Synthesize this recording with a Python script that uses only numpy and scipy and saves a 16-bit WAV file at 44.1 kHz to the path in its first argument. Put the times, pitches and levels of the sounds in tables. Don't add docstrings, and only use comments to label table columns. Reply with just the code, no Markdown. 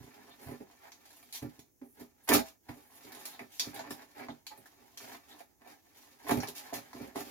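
import sys
import numpy as np
from scipy import signal
from scipy.fft import rfft, irfft, next_fast_len
from scipy.io import wavfile
from scipy.ndimage import uniform_filter1d

SR = 44100
rng = np.random.default_rng(int(sys.argv[2]) if len(sys.argv) > 2 else 0)


def wrap_up_sound(samples):
    columns = np.atleast_2d(samples).T
    tamed = np.clip(columns, -1, 1)
    steps = np.round(tamed * 32767).astype(np.int16)
    wavfile.write(sys.argv[1], SR, steps)


N = 321930
T = np.arange(N) / SR
TAIL = T[:SR // 2]


def undb(db):
    return 10 ** (np.asarray(db) / 20)


def unit(x):
    return x / np.sqrt(np.sum(x ** 2, axis=-1, keepdims=True))


def gains(points, size):
    hz, db = np.transpose(points)
    bins_hz = np.fft.rfftfreq(size, 1 / SR)
    return undb(np.interp(np.log(bins_hz + 1), np.log(hz), db))


def colour(points):
    size = len(TAIL)
    cepstrum = irfft(np.log(gains(points, size)), size)
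    cepstrum[1:size // 2] *= 2
    cepstrum[size // 2 + 1:] = 0
    return unit(irfft(np.exp(rfft(cepstrum)), size))


def ring(modes):
    total = np.zeros(len(TAIL))
    for k, (hz, db, decay_s) in enumerate(modes):
        fade = np.exp(-np.log(1000) * TAIL / decay_s)
        total += (-1) ** k * undb(db) * fade * np.sin(2 * np.pi * hz * TAIL)
    return unit(total)


def through(x, response):
    return signal.oaconvolve(np.atleast_2d(x), np.atleast_2d(response), axes=1)[:, :N]


def add(track, s, sound):
    start = max(int(s * SR), 0)
    part = sound[..., :N - start]
    track[..., start:start + part.shape[-1]] += part


def slips(rate, spread_db, smooth_db):
    size = undb(spread_db * np.minimum(rng.exponential(size=N), 5))
    clicks = (rng.random(N) < rate / SR) * size * rng.choice([-1, 1], N)
    x = clicks / clicks.std() + undb(smooth_db) * rng.standard_normal(N)
    return x / x.std()


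def waver(rate):
    k = int(SR / rate)
    steps = np.repeat(rng.standard_normal(N // k + 1), k)
    return 1.3 * uniform_filter1d(uniform_filter1d(steps, k), k)[:N]


def gesture_power(rows, attack_s, release_s):
    power = np.zeros((len(rows[0]) - 2, N))
    rise = np.sin(np.pi / 2 * np.minimum(TAIL / attack_s, 1)) ** 2
    for start, length, *db in rows:
        shape = rise * np.exp(-np.maximum(TAIL - length, 0) / release_s)
        add(power, start, np.outer(undb(db), shape) ** 2)
    return power


# pitch_hz, level_db
GARAGE_SPECTRUM = [(25, -24.5), (45, -5), (90, 1.5), (160, -8), (250, -2), (350, -1.5), (600, -16),
                   (1400, -33), (3500, -41), (6200, -15), (8500, -26), (11000, -19.5), (16000, -15.5)]


def garage_background():
    shared = rng.standard_normal(N)
    separate = undb(5.5) * rng.standard_normal((2, N))
    return undb(-76.5) * through(shared + separate, colour(GARAGE_SPECTRUM))


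# time_s, level_db
HANDLING_LEVEL = [(0.0, -59), (0.45, -63), (0.65, -64.5), (1.4, -65.5), (1.67, -60), (2.34, -68.5),
                  (2.7, -62.5), (2.84, -61.5), (3.19, -56.5), (3.6, -68), (3.78, -58.5), (4.35, -65.5),
                  (5.29, -64.5), (5.47, -76), (6.28, -57.5), (6.42, -57.5), (6.95, -57.5), (7.3, -59)]
# rustle_db, hiss_db, fine_treble_db, flexing_db
HANDLING_SHARE = [-3, -6.5, -6.5, -7.5]
# middle_s, half_length_s, drop_db
HAND_RESTS = [(1.737, 0.13, 23), (1.913, 0.034, 13), (2.123, .07, 10.5), (2.585, 0.055, 23.5),
              (2.878, .035, 7), (4.07, 0.03, 4), (4.434, .03, 12.5), (5.557, 0.024, 6), (5.817, 0.017, 7),
              (6.173, 0.029, 5.5)]


def handling():
    db = np.interp(T, *np.transpose(HANDLING_LEVEL))
    for s, half, drop_db in HAND_RESTS:
        db = db - drop_db * np.exp(-((T - s) / half) ** 2)
    return np.outer(undb(HANDLING_SHARE), undb(db)) ** 2


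STROKE_ATTACK_S = 0.027
STROKE_RELEASE_S = 0.021
# start_s, length_s, rustle_db, hiss_db, flexing_db
SLIDING_STROKES = [ (0, 0.053, -62, -69, -65), (0.13, 0.17, -63.5, -91, -63),
                   (0.374, 0.095, -58.5, -62.5, -55.5), (0.461, 0.067, -50.5, -65, -48),
                   (0.796, 0.078, -56.5, -68, -88), (1.037, 0.32, -91, -68, -92),
                   (1.327, 0.02, -53, -42.5, -67), (1.958, 0.064, -58.5, -64, -52.5),
                   (2.433, 0.051, -57.5, -57.5, -75), (2.73, 0.064, -69, -78, -59),
                   (3.02, 0.061, -64, -62.5, -54), (3.1, .12, -57.5, -60.5, -60),
                   (3.23, 0.1, -56.5, -58, -65.5), (3.495, 0.12, -92, -59.5, -88),
                   (3.592, 0.095, -51.5, -57.5, -57), (3.72, 0.085, -50.5, -57.5, -49.5),
                   (3.819, 0.062, -52.5, -85, -52.5), (3.886, 0.03, -53, -50.5, -51.5),
                   (3.96, 0.063, -56, -65, -58), (4.138, 0.057, -51.5, -62, -54.5),
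                   (4.177, 0.061, -50, -66.5, -49), (4.738, 0.11, -83, -95, -66.5),
                   (4.986, 0.16, -52.5, -55, -56), (5.276, .13, -60, -64.5, -65.5),
                   (5.633, 0.045, -56, -68, -63.5), (5.657, 0.058, -58.5, -63, -62),
                   (5.932, 0.11, -70.5, -64.5, -75), (6.226, 0.034, -54, -58.5, -48.5),
                   (6.54, 0.043, -58.5, -47.5, -78), (6.606, 0.13, -55.5, -64, -84),
                   (6.717, 0.046, -44.5, -45.5, -43.5), (6.936, 0.14, -54.5, -63.5, -49),
                   (7.137, 0.078, -50, -52, -47), (7.237, 0.069, -53.5, -56, -53.5)]


def stroking():
    rows = [(s, length, rustle, hiss, hiss + 1, flex) for s, length, rustle, hiss, flex in SLIDING_STROKES]
    return gesture_power(rows, STROKE_ATTACK_S, STROKE_RELEASE_S)


def rubbing(grip_db=1.0):
    power = handling() + stroking() + scuffing()
    power[2] += skimming()
    coarse = slips(rate=1000, spread_db=4.0, smooth_db=-9.0)
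    fibres = slips(rate=800, spread_db=3.0, smooth_db=-8)
    grip = undb(grip_db * waver(rate=40))
    return np.sqrt(power) * [coarse * grip, fibres * grip, fibres * grip, rng.standard_normal(N)]


# pitch_hz, level_db
SHEET_SPECTRUM = [(200, -30.5), (380, 1.5), (550, -2), (800, 9.5), (1100, 4.5), (1450, -1.5), (1800, 3),
                  (2400, 0), (2900, -11), (5000, -11), (12000, -76.5)]
# pitch_hz, relative level_db, decay_s (to fall 60 dB)
SHEET_RESONANCES = [(566.7, 9, 0.11), (682, 10.5, 0.11), (790, 6.5, 0.02), (799, -9.5, 0.024),
                    (972, -2.5, 0.027), (1250, 11.5, 0.1), (1603, -14, 0.037), (2080, -12, 0.013),
                    (2290, 0, 0.081)]


def sheet_sound(force):
    return through(force, unit(colour(SHEET_SPECTRUM) + undb(-10.0) * ring(SHEET_RESONANCES)))


# pitch_hz, level_db
FINE_SPECTRUM = [(4000, -37), (8600, -8.5), (10800, 4.5), (12500, 0.5), (14500, 2.5), (16000, -12.5)]


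def fine_sound(force):
    return through(force, colour(FINE_SPECTRUM))


# pitch_hz, level_db
HISS_SPECTRUM = [(800, -25.5), (2200, 0), (3000, 0.5), (3900, 2.5), (5200, 2), (7000, 2.5), (8600, -14.5),
                 (11000, -13), (16000, -30)]


def hiss_sound(force):
    return through(force, colour(HISS_SPECTRUM))


# start_s, knock_db, hardness_hz (higher sounds brighter), puff_db
CHEST_KNOCKS = [ (.002, -49.5, 377, -48.5), (0.034, -51, 413, -52), (.07, -51.5, 400, -64),
                (.463, -52, 500, -45), (.485, -42.5, 400, -41.5), (0.512, -41, 600, -49),
                (.602, -42.5, 724, -56), (1.42, -38.5, 510, -39), (1.443, -32.5, 344, -37.5),
                (1.584, -50, 400, -55.5), (1.813, -50, 694, -63), (2.011, -43, 397, -57),
                (2.295, -37, 900, -42), (2.338, -25.5, 900, -43), (2.358, -25, 614, -39),
                (2.691, -65, 830, -44), (3.665, -38.5, 454, -46), (3.903, -38.5, 506, -52),
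                (4.285, -44.5, 600, -49.5), (5.613, -65, 1205, -77.5), (6.312, -22.5, 534, -33),
                (6.336, -30.5, 350, -39.5), (6.368, -30, 450, -33.5), (6.724, -42.5, 900, -52),
                (6.944, -41.5, 400, -52), (7.004, -37, 450, -47.5), (7.159, -35.5, 645, -53)]


def knocking(size_db=29, puff_hz=300):
    force = np.zeros((2, N))
    t = TAIL[:SR // 50]
    for s, db, hard_hz, puff_db in CHEST_KNOCKS:
        push = t * np.exp(-2 * np.pi * np.outer([hard_hz, puff_hz], t))
        push = push / push.sum(axis=1, keepdims=True)
        add(force, s, undb(size_db) * undb([[db], [puff_db]]) * push)
    return force


# pitch_hz, relative level_db, decay_s (to fall 60 dB)
CHEST_RESONANCES = [(105, -9, 0.077), (202.5, -15, 0.2), (244.7, -1, 0.15), (295.7, 1.5, 0.11),
                    (374.2, -6, 0.14), (413, -3, .13), (461, -9, 0.099), (548.3, -7, 0.11),
                    (653, -12.5, 0.23), (787, -9, 0.16), (857.5, -11, 0.1), (940, -46.5, 0.25)]
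# pitch_hz, relative level_db, decay_s (to fall 60 dB)
PADDING_RESONANCES = [(65.5, -7.5, 0.21), (116.6, 7, 0.11), (149.5, 0, 0.19), (188, -14, 0.11)]


def body_sound(flex, knock, puff):
    chest = through(flex + knock, ring(CHEST_RESONANCES))
    padding = through(puff + undb(-13.5) * flex, ring(PADDING_RESONANCES))
    return chest + padding


# start_s, length_s, level_db
TAPE_RASPS = [(.29, 0.031, -57), (1.335, 0.02, -55), (3.31, .04, -57), (4.28, 0.022, -54.5),
              (4.47, 0.021, -60), (5.3, 0.012, -47.5)]
# pitch_hz, level_db
RASP_SPECTRUM = [(1500, -49), (3000, -9), (3800, 0), (4600, -11), (8000, -38)]


def rasping():
    power = gesture_power(TAPE_RASPS, STROKE_ATTACK_S, release_s=0.011)[0]
    force = np.sqrt(power) * slips(rate=2700, spread_db=0.5, smooth_db=-6)
    return through(force, colour(RASP_SPECTRUM))


# start_s, length_s, level_db
TAPE_SKIMS = [(.39, 0.13, -58), (1.11, 0.085, -65), (1.82, 0.19, -66.5), (2.22, 0.016, -56),
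              (2.72, 0.28, -66.5), (2.92, 0.036, -59.5), (3.04, 0.097, -66)]


def skimming():
    return gesture_power(TAPE_SKIMS, STROKE_ATTACK_S, STROKE_RELEASE_S)[0]


# start_s, rustle_db, flexing_db
SHORT_SCUFFS = [(0.602, -55.5, -52), (1.42, -45.5, -42), (1.813, -57.5, -44.5), (2.684, -44, -43.5),
                (3.398, -49, -43), (4.284, -59, -39), (4.508, -51.5, -58), (4.572, -79, -52.5),
                (5.609, -60.5, -62)]


def scuffing(attack_s=0.0024, release_s=0.021):
    rows = [(s, attack_s, rustle, rustle - 15.5, rustle - 10.5, flex) for s, rustle, flex in SHORT_SCUFFS]
    return gesture_power(rows, attack_s, release_s)


# middle_s, pitch_hz, level_db, half_length_s
SHEET_SQUEAKS = [(0.62, 413, -46, 0.0031), (2.302, 970, -36, 0.006), (2.35, 1270, -22.5, 0.0027),
                 (3.798, 820, -36, 0.0024), (4.517, 848, -48, 0.0088), (5.665, 743, -43.5, 0.0018),
                 (6.728, 670, -31.5, 0.0019), (7.163, 393, -33, 0.0074)]


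def squeaking():
    out = np.zeros(N)
    for s, hz, db, half in SHEET_SQUEAKS:
        t = np.arange(-np.pi * half, np.pi * half, 1 / SR)
        swell = np.exp(-(t / half) ** 2)
        add(out, s + t[0], np.sqrt(2) * undb(db) * swell * np.sin(2 * np.pi * hz * t))
    return out


# start_s, then relative levels sheet_db, crack_db, fine_treble_db
CREASE_SNAPS = [ (0.919, -54.5, -51, -60), (1.054, -62, -59, -62), (1.105, -58, -59.5, -61),
                (1.228, -59, -66, -57), (1.326, -62, -45, -44.5), (1.592, -56.5, -55, -56.5),
                (1.998, -64, -66, -52), (2.352, -27, -30, -41), (3.12, -52, -54, -51.5),
                (3.149, -59, -53, -51), (3.212, -51, -58, -55), (3.254, -49, -41.5, -38.5),
                (3.393, -41, -64, -59), (3.596, -40, -28.5, -34), (3.744, -70, -55, -47),
                (3.761, -49.5, -49, -56), (3.792, -39, -46, -62), (3.907, -43.5, -44.5, -43),
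                (4.285, -46, -60.5, -76), (4.467, -53.5, -44, -49.5), (4.576, -60, -72, -54),
                (4.658, -57.5, -60.5, -60), (4.974, -51, -44.5, -46), (5.404, -52.5, -63.5, -60),
                (6.31, -32, -39, -40.5), (6.403, -46, -42.5, -49), (6.433, -38, -53, -49.5),
                (6.473, -58, -44.5, -49), (6.931, -48, -55.5, -61), (7.158, -41, -53, -52)]


def snapping(fall_s=0.00098, size_db=27, settle_s=0.0057, settle_db=-14):
    force = np.zeros((3, N))
    t = TAIL[:SR // 30]
    for s, *db in CREASE_SNAPS:
        snap = rng.standard_normal((3, len(t))) * np.exp(-t / fall_s)
        ticks = rng.standard_normal(len(t)) ** 3
        settling = undb(settle_db) * ticks / ticks.std() * np.exp(-t / settle_s)
        add(force, s, undb(size_db) * undb(db)[:, None] * unit(snap + settling))
    return force


# pitch_hz, level_db
CRACK_SPECTRUM = [(1200, -28), (2400, -4), (3000, -5.5), (3800, 4), (4600, 1.5), (5400, 1), (7200, -0.5),
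                  (8600, -19), (14000, -46)]


def crack_sound(force):
    return through(force, colour(CRACK_SPECTRUM))


# start_s, length_s, rustle_db, hiss_db, flexing_db
KNIFE_RIPS = [(2.272, 0.0087, -34, -33, -45), (2.283, 0.04, -29, -31.5, -26),
              (2.312, 0.059, -33.5, -33, -34.5), (2.33, 0.017, -32, -22.5, -29),
              (2.377, 0.024, -43, -44, -37.5), (6.262, 0.023, -42, -47, -43.5),
              (6.278, 0.019, -39.5, -34.5, -34.5), (6.303, 0.0074, -24, -33, -54),
              (6.313, 0.077, -43, -51, -35.5), (6.42, 0.0084, -40.5, -44, -32),
              (6.466, .025, -49.5, -53, -44.5)]


def ripping():
    rows = [(s, length, rustle, hiss, hiss + 4, flex) for s, length, rustle, hiss, flex in KNIFE_RIPS]
    power = gesture_power(rows, attack_s=0.0076, release_s=0.0057)
    coarse = slips(rate=1800, spread_db=6.5, smooth_db=-12.5)
    fibres = slips(rate=900, spread_db=8.0, smooth_db=-11)
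    return np.sqrt(power) * [coarse, fibres, fibres, rng.standard_normal(N)]


def room(x, t60, wet_db, lag_s, build_s=0.00033, turn_hz=4.5):
    decay = np.exp(-np.log(1000) * TAIL / t60) * (1 - np.exp(-TAIL / build_s))
    direct = np.zeros((2, SR // 100))
    direct[0, 0] = 1
    direct[1, int(abs(lag_s) * SR)] = 1
    angle = 2 * np.pi * turn_hz * T
    echoes = np.zeros((2, N))
    for facing in (np.cos(angle), np.sin(angle)):
        reflections = unit(rng.standard_normal((2, len(TAIL))) * decay)
        echoes += through(x * facing, reflections)
    return (through(x, direct) + undb(wet_db) * echoes) / np.sqrt(1 + undb(wet_db) ** 2)


def scene():
    rustle, hiss, fine_hiss, flex = rubbing() + ripping()
    knock, puff = knocking()
    pop, crack, fine_crack = snapping()
    sheet = sheet_sound(rustle + pop) + squeaking()
    surface = hiss_sound(hiss) + fine_sound(fine_hiss) + rasping()
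    body = body_sound(flex, knock, puff)
    creases = crack_sound(crack) + fine_sound(fine_crack)
    mailer = (room(sheet, t60=0.14, wet_db=3.0, lag_s=0.00013)
              + room(surface, t60=0.12, wet_db=7.5, lag_s=0.00013)
              + room(body, t60=0.18, wet_db=-8.5, lag_s=0.0004)
              + room(creases, t60=0.19, wet_db=7.5, lag_s=0.00013))
    return mailer + garage_background()


# pitch_hz, difference_db
PORT_BALANCE = [(60, -2), (150, -6.5), (380, -3.5), (700, -3), (1300, -1.5), (2400, -0.5), (5000, 2),
                (7000, -4), (8500, -1.5), (10200, -9.5), (12000, -11.5), (16000, 22)]


def record(dry):
    size = next_fast_len(N + SR // 10)
    lean = gains(PORT_BALANCE, size)
    ports = np.array([lean, np.ones_like(lean)]) / np.sqrt((1 + lean ** 2) / 2)
    heard = irfft(rfft(dry, size) * ports, size)[:, :N]
    top_cut = signal.ellip(10, 0.2, 70, 16150, fs=SR, output="sos")
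    return signal.sosfilt(top_cut, heard)


dry = scene()
out = record(dry)
wrap_up_sound(out)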